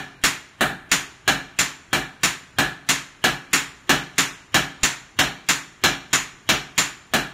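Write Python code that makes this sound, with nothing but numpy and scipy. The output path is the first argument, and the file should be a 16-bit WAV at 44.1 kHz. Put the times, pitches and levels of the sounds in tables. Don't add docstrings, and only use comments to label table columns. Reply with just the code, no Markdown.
import sys
import numpy as np
from scipy import signal
from scipy.fft import rfft, irfft
from scipy.io import wavfile
from scipy.ndimage import uniform_filter1d, minimum_filter1d, map_coordinates

SR = 44100
rng = np.random.default_rng(int(sys.argv[2]) if len(sys.argv) > 2 else 0)


def inscribe(sig):
    pcm = np.round(np.clip(np.atleast_2d(sig).T, -1, 1) * 32767)
    wavfile.write(sys.argv[1], SR, pcm.astype(np.int16))


def ratio(d):
    e = np.asarray(d, float) / 20
    return 10 ** e


N = 323253
SPAN = int(0.7 * SR)
AHEAD = int(0.1 * SR)


def unit(x):
    return x / np.sqrt(np.mean(x ** 2) + 1e-20)


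def along(points, hz):
    f, value = np.transpose(points)
    return np.interp(np.log(hz + 1), np.log(f + 1), value)


def colour(x, db):
    return irfft(rfft(x) * ratio(db), x.shape[-1])


# f/Hz, level/dB per Hz
BLOWER = [(15, -30), (25, 1), (104, 4.5), (227, -4), (379, -5.5), (524, -14), (923, -10), (1180, -8.5),
          (2370, -13), (3850, -29), (7140, -41.5), (9610, -28.5), (15600, -41)]


def blower():
    air = colour(rng.standard_normal(N), along(BLOWER, np.fft.rfftfreq(N, 1 / SR)))
    swell = map_coordinates(rng.standard_normal(40), [np.arange(N) * 4 / SR])
    return ratio(-52 + 0.46 * swell) * unit(air)


def causal(db):
    cepstrum = irfft(np.maximum(db, -90) * np.log(10) / 20)
    half = len(cepstrum) // 2
    cepstrum[1:half] *= 2
    cepstrum[half + 1:] = 0
    return irfft(np.exp(rfft(cepstrum)))[:half]


def ringing(modes, t, spread_db, attack, longest):
    total = np.zeros(len(t))
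    detune = 1 + 0.0072 * rng.standard_normal(len(modes))
    for (hz, db, t60), d in zip(modes, detune):
        fading_db = db + rng.normal(0, spread_db) - 60 * t / min(t60, longest)
        total += ratio(fading_db) * np.sin(2 * np.pi * hz * d * t)
    return (1 - np.exp(-t / attack)) * total


def tail(decays):
    hz, t, z = signal.stft(rng.standard_normal(SPAN), SR, nperseg=256)
    fade = ratio(-60 * t / along(decays, hz)[:, None])
    x = signal.istft(z * fade, SR, nperseg=256)[1][:SPAN]
    return x / np.linalg.norm(x)


def near_walls(count, within):
    when, size = rng.random((2, count))
    echoes = np.zeros(SPAN)
    places = (SR * (0.003 + within * when)).astype(int)
    echoes[places] = np.sign(size - 0.5) * ratio(-8 * size)
    return echoes


# f/Hz, t60/s
SHED = [(60, 0.3), (250, 0.29), (800, 0.36), (1800, 0.36), (4000, 0.31), (7000, 0.28), (12000, 0.27)]
# f/Hz, t60/s
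YARD = [(100, 1.2), (1500, 1.12), (7000, 0.83), (14000, 0.41)]
# f/Hz, t60/s
HEARTH = [(3000, 0.045), (14000, 0.1)]
# f/Hz, level/dB, t60/s
SHED_MODES = [(130.4, -54, 0.63), (150.7, -52.5, 0.593), (180.4, -55.5, 0.51), (212, -67.5, 0.047),
              (275.8, -52.5, 0.44), (351, -59, 0.93), (413, -59.5, 0.54)]


def shed(walls, t, direct_db, early_db):
    room = 0.9 * walls + 0.8 * tail(SHED)
    room *= 1 - 0.29 * np.exp(-t / 0.0072)
    room += ratio(early_db) * near_walls(count=24, within=0.026)
    room += ratio(-17.5) * tail(YARD) * (1 - np.exp(-t / 0.021))
    room += ringing(SHED_MODES, t, spread_db=1.5, attack=0.002, longest=0.5)
    room += ratio(-8) * np.diff(tail(HEARTH), prepend=0)
    room[0] += ratio(direct_db)
    return room


RING_PIVOT_HZ = 1660
# f/Hz, level/dB, t60/s
POST = [(756, -54.5, 0.33), (1688, -55.5, 0.28), (1794, -57, 0.44), (2270, -67, 0.27), (2980, -68, 0.25)]


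def hammer(blows, zones, crack, ring, tilt, post_db, direct_db, early_db, gain_db):
    out, t = np.zeros(N + AHEAD + 2 * SPAN), np.arange(SPAN) / SR
    hz = np.fft.rfftfreq(8192, 1 / SR)
    walls = tail(SHED)
    follows = np.zeros(len(hz))
    for centre, octaves, share in zones:
        follows += share * np.exp(-0.5 * (np.log2((hz + 1) / centre) / octaves) ** 2)
    for start_s, db, square_db, ring_db, _ in blows:
        pulse = causal(along(crack, hz) + square_db * follows)
        pulse /= np.linalg.norm(pulse)
        struck = [(f, level + tilt * square_db * np.log2(f / RING_PIVOT_HZ), t60)
                  for f, level, t60 in ring]
        steel = ringing(struck, t[:len(pulse)], spread_db=2, attack=0.0004, longest=0.04)
        pulse += ratio(ring_db) * steel
        hum = ringing(POST, t, spread_db=2, attack=0.003, longest=0.55)
        answer = shed(walls, t, direct_db, early_db) + ratio(post_db + ring_db) * hum
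        start = round(start_s * SR) + AHEAD
        out[start:start + SPAN] += ratio(db + gain_db) * signal.fftconvolve(pulse, answer)[:SPAN]
    return out[AHEAD:AHEAD + N]


# t/s, level/dB, squareness of contact/dB, ring of the steel/dB, push into the ground/dB
SLEDGE = [(0.609, -9, 8, 1.6, -24), (1.278, -9, -4, 5.5, -25), (1.9302, -10.5, -1, 4.3, -38),
          (2.5856, -9.5, 0, 2.1, -39), (3.2408, -8.5, -3, 2.2, -38), (3.8939, -7, -4, 1.6, -36),
          (4.5436, -7.5, -5, 1.8, -25), (5.1898, -8, -5.5, 1.9, -31), (5.838, -7.5, -8, 4.5, -40),
          (6.4907, -8, -8, 0.33, -41), (7.1371, -9.5, -1, 1.7, -31)]
# t before the start/s, level against a usual blow/dB
EARLIER = (0.095, -2.4)
# f/Hz, level/dB per Hz
SLEDGE_CRACK = [(35, -30), (60, 1.5), (285, 7.5), (510, -3), (794, 4.5), (1030, -1), (1710, 7.5), (2110, 1),
                (3950, -0.5), (4760, -7.5), (6910, -8), (10500, -16.5), (15600, -18.5)]
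# f/Hz, level/dB, t60/s
SLEDGE_RING = [(1731, -30.5, 0.025), (1590, -43, 0.03), (806, -44, 0.044), (2398, -38.5, 0.044),
               (3020, -35, 0.01), (3310, -47, 0.012), (4100, -40, 0.013), (7040, -37, 0.0082)]
# f/Hz, width/octaves, change/dB per dB
SLEDGE_ZONES = [(236, 1.65, 1), (830, 0.45, 0.29), (1574, 0.25, 0.66), (5750, 0.23, -0.65),
                (10800, 1.6, 0.72)]


def sledge():
    before_s, softer_db = EARLIER
    first = np.array(SLEDGE[1]) + [-SLEDGE[1][0] - before_s, softer_db, 0, 0, 0]
    return hammer(np.vstack([SLEDGE, first]), SLEDGE_ZONES, SLEDGE_CRACK, SLEDGE_RING,
                  tilt=-0.31, post_db=0, direct_db=-11, early_db=-17, gain_db=24)


# t/s, level/dB, squareness of contact/dB, ring of the steel/dB, push into the ground/dB
LIGHT = [(0.2382, -11.5, -1, -5, -15), (0.9155, -12, 1.5, -3, -22), (1.5887, -13, 2, -3, -24),
         (2.2335, -12.5, -1, 0, -35), (2.889, -12, 1.5, -5, -30), (3.5316, -11.5, 0.5, -4, -27),
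         (4.1815, -12, 2, -6, -29), (4.8325, -12.5, 4, -2.5, -11.5), (5.4878, -12.5, 1.5, -4, -26),
         (6.1308, -12.5, 4, -1.5, -27), (6.779, -12.5, 2.5, 1, -22)]
# f/Hz, level/dB per Hz
LIGHT_CRACK = [(35, -49), (60, -11.5), (139, -8.5), (216, -8), (285, -4.5), (498, -14.5), (644, -12.5),
               (1880, -1), (2110, -3), (4870, -9), (7070, -7.5), (7950, -12), (15600, -25)]
# f/Hz, level/dB, t60/s
LIGHT_RING = [(7130, -22, 0.011), (7430, -34, 0.0049)]
# f/Hz, width/octaves, change/dB per dB
LIGHT_ZONES = [(220, 0.64, -0.43), (1700, 0.52, -0.16), (6500, 0.094, 0.9), (12000, 0.7, -0.34)]


def light_hammer():
    return hammer(np.array(LIGHT), LIGHT_ZONES, LIGHT_CRACK, LIGHT_RING,
                  tilt=0.4, post_db=-16, direct_db=-18.5, early_db=-15.5, gain_db=27)


def stump(blows, rock_db):
    out, t = np.zeros(N + SPAN), np.arange(SPAN) / SR
    late = np.maximum(t - 0.035, 0)
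    push = np.sin(2 * np.pi * 68 * t) * ratio(2.5 - 60 * t / 0.021)
    rebound = np.sin(2 * np.pi * 46 * late) * (late / 0.022) * np.exp(1 - late / 0.026)
    for start_s, *_, push_db in blows:
        rebound_db = rock_db - 0.11 * (push_db + 29)
        out[round(start_s * SR):][:SPAN] += ratio(push_db) * push + ratio(rebound_db) * rebound
    return out[:N]


# f/Hz, width/Hz, level/dB
NOTCHES = [(99, 7.9, -10.5), (4910, 136, -3.5), (10580, 160, -5)]


def microphone(x):
    hz = np.fft.rfftfreq(N, 1 / SR)
    db = -3 / (1 + (hz / 110) ** 4)
    for centre, width, depth_db in NOTCHES:
        db = db + depth_db / (1 + ((hz - centre) / width) ** 2)
    return colour(x, db)


def limiter(x):
    level = np.sqrt(np.abs(uniform_filter1d(x ** 2, 160, axis=1)))
    need = np.minimum(1, (ratio(-5.5) / (level + 1e-9)) ** 0.42)
    x = x * uniform_filter1d(minimum_filter1d(need, 300, axis=1), 200, axis=1)
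    return x / (1 + np.abs(x / 0.65) ** 4) ** (1 / 4)


# f/Hz, level/dB
SWELL_COLOUR = [(40, -34), (200, -19), (1200, -28), (2700, -24), (3150, -12), (3600, -20), (4000, -24),
                (4300, -60), (16000, -60)]


def swell_ahead(x):
    t = np.arange(1024) / SR
    grain = colour(rng.standard_normal(len(t)), along(SWELL_COLOUR, np.fft.rfftfreq(len(t), 1 / SR)))
    swell = grain * np.exp(-t / 0.008) / np.sqrt(0.004 * SR)
    swell[-1] += ratio(-39.5)
    early = signal.fftconvolve(x, swell[None, ::-1], axes=1)[:, len(t):]
    return np.pad(early, ((0, 0), (0, 1)))[:, :N]


# f/Hz, level/dB
COARSE = [(2500, -7.5), (4600, -7), (7800, -8.5), (10500, -17), (14000, -3), (15500, 2)]
# f/Hz, level/dB
HUSH = [(3000, -120), (10000, -104), (14000, -103), (15500, -88), (15800, -50)]


def starved(x):
    hz, _, z = signal.stft(x[0], SR, nperseg=2048)
    size_db = 20 * np.log10(np.abs(z) + 1e-9)
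    around = uniform_filter1d(np.abs(z) ** 2, size=90, axis=0)
    around_db = 10 * np.log10(np.abs(around) + 1e-18)
    luck = rng.standard_normal((len(hz) // 20 + 1, z.shape[1]))
    luck = unit(uniform_filter1d(luck, size=4, axis=1))
    luck_db = 5 * np.repeat(luck, 20, axis=0)[:len(hz)]
    relative_db = around_db + along(COARSE, hz)[:, None]
    least_db = np.maximum(relative_db, along(HUSH, hz)[:, None]) + luck_db
    least_db[hz < 2900] = -200
    loud_db = around_db[200:600].mean(axis=0)
    attack = np.diff(loud_db, prepend=0) > 5
    kept = z * ((size_db > least_db) | attack)
    return signal.istft(kept, SR, nperseg=2048)[1][None, :N]


# f/Hz, level/dB
BAND_EDGE = [(15550, 0), (15850, -12), (16500, -20), (16800, -45), (17200, -90)]


def treble_edge(x):
    return colour(x, along(BAND_EDGE, np.fft.rfftfreq(N, 1 / SR)))


def scene():
    air = blower()
    blows = sledge() + light_hammer()
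    ground = stump(SLEDGE, rock_db=-39) + stump(LIGHT, rock_db=-49.5)
    return (air + blows + ground)[None]


def low_pass(x):
    return signal.sosfilt(signal.butter(12, 16810, fs=SR, output="sos"), x)


def record(dry):
    x = limiter(microphone(dry))
    x = starved(x + swell_ahead(x))
    x = treble_edge(x)
    return low_pass(x)


dry = scene()
out = record(dry)
inscribe(out)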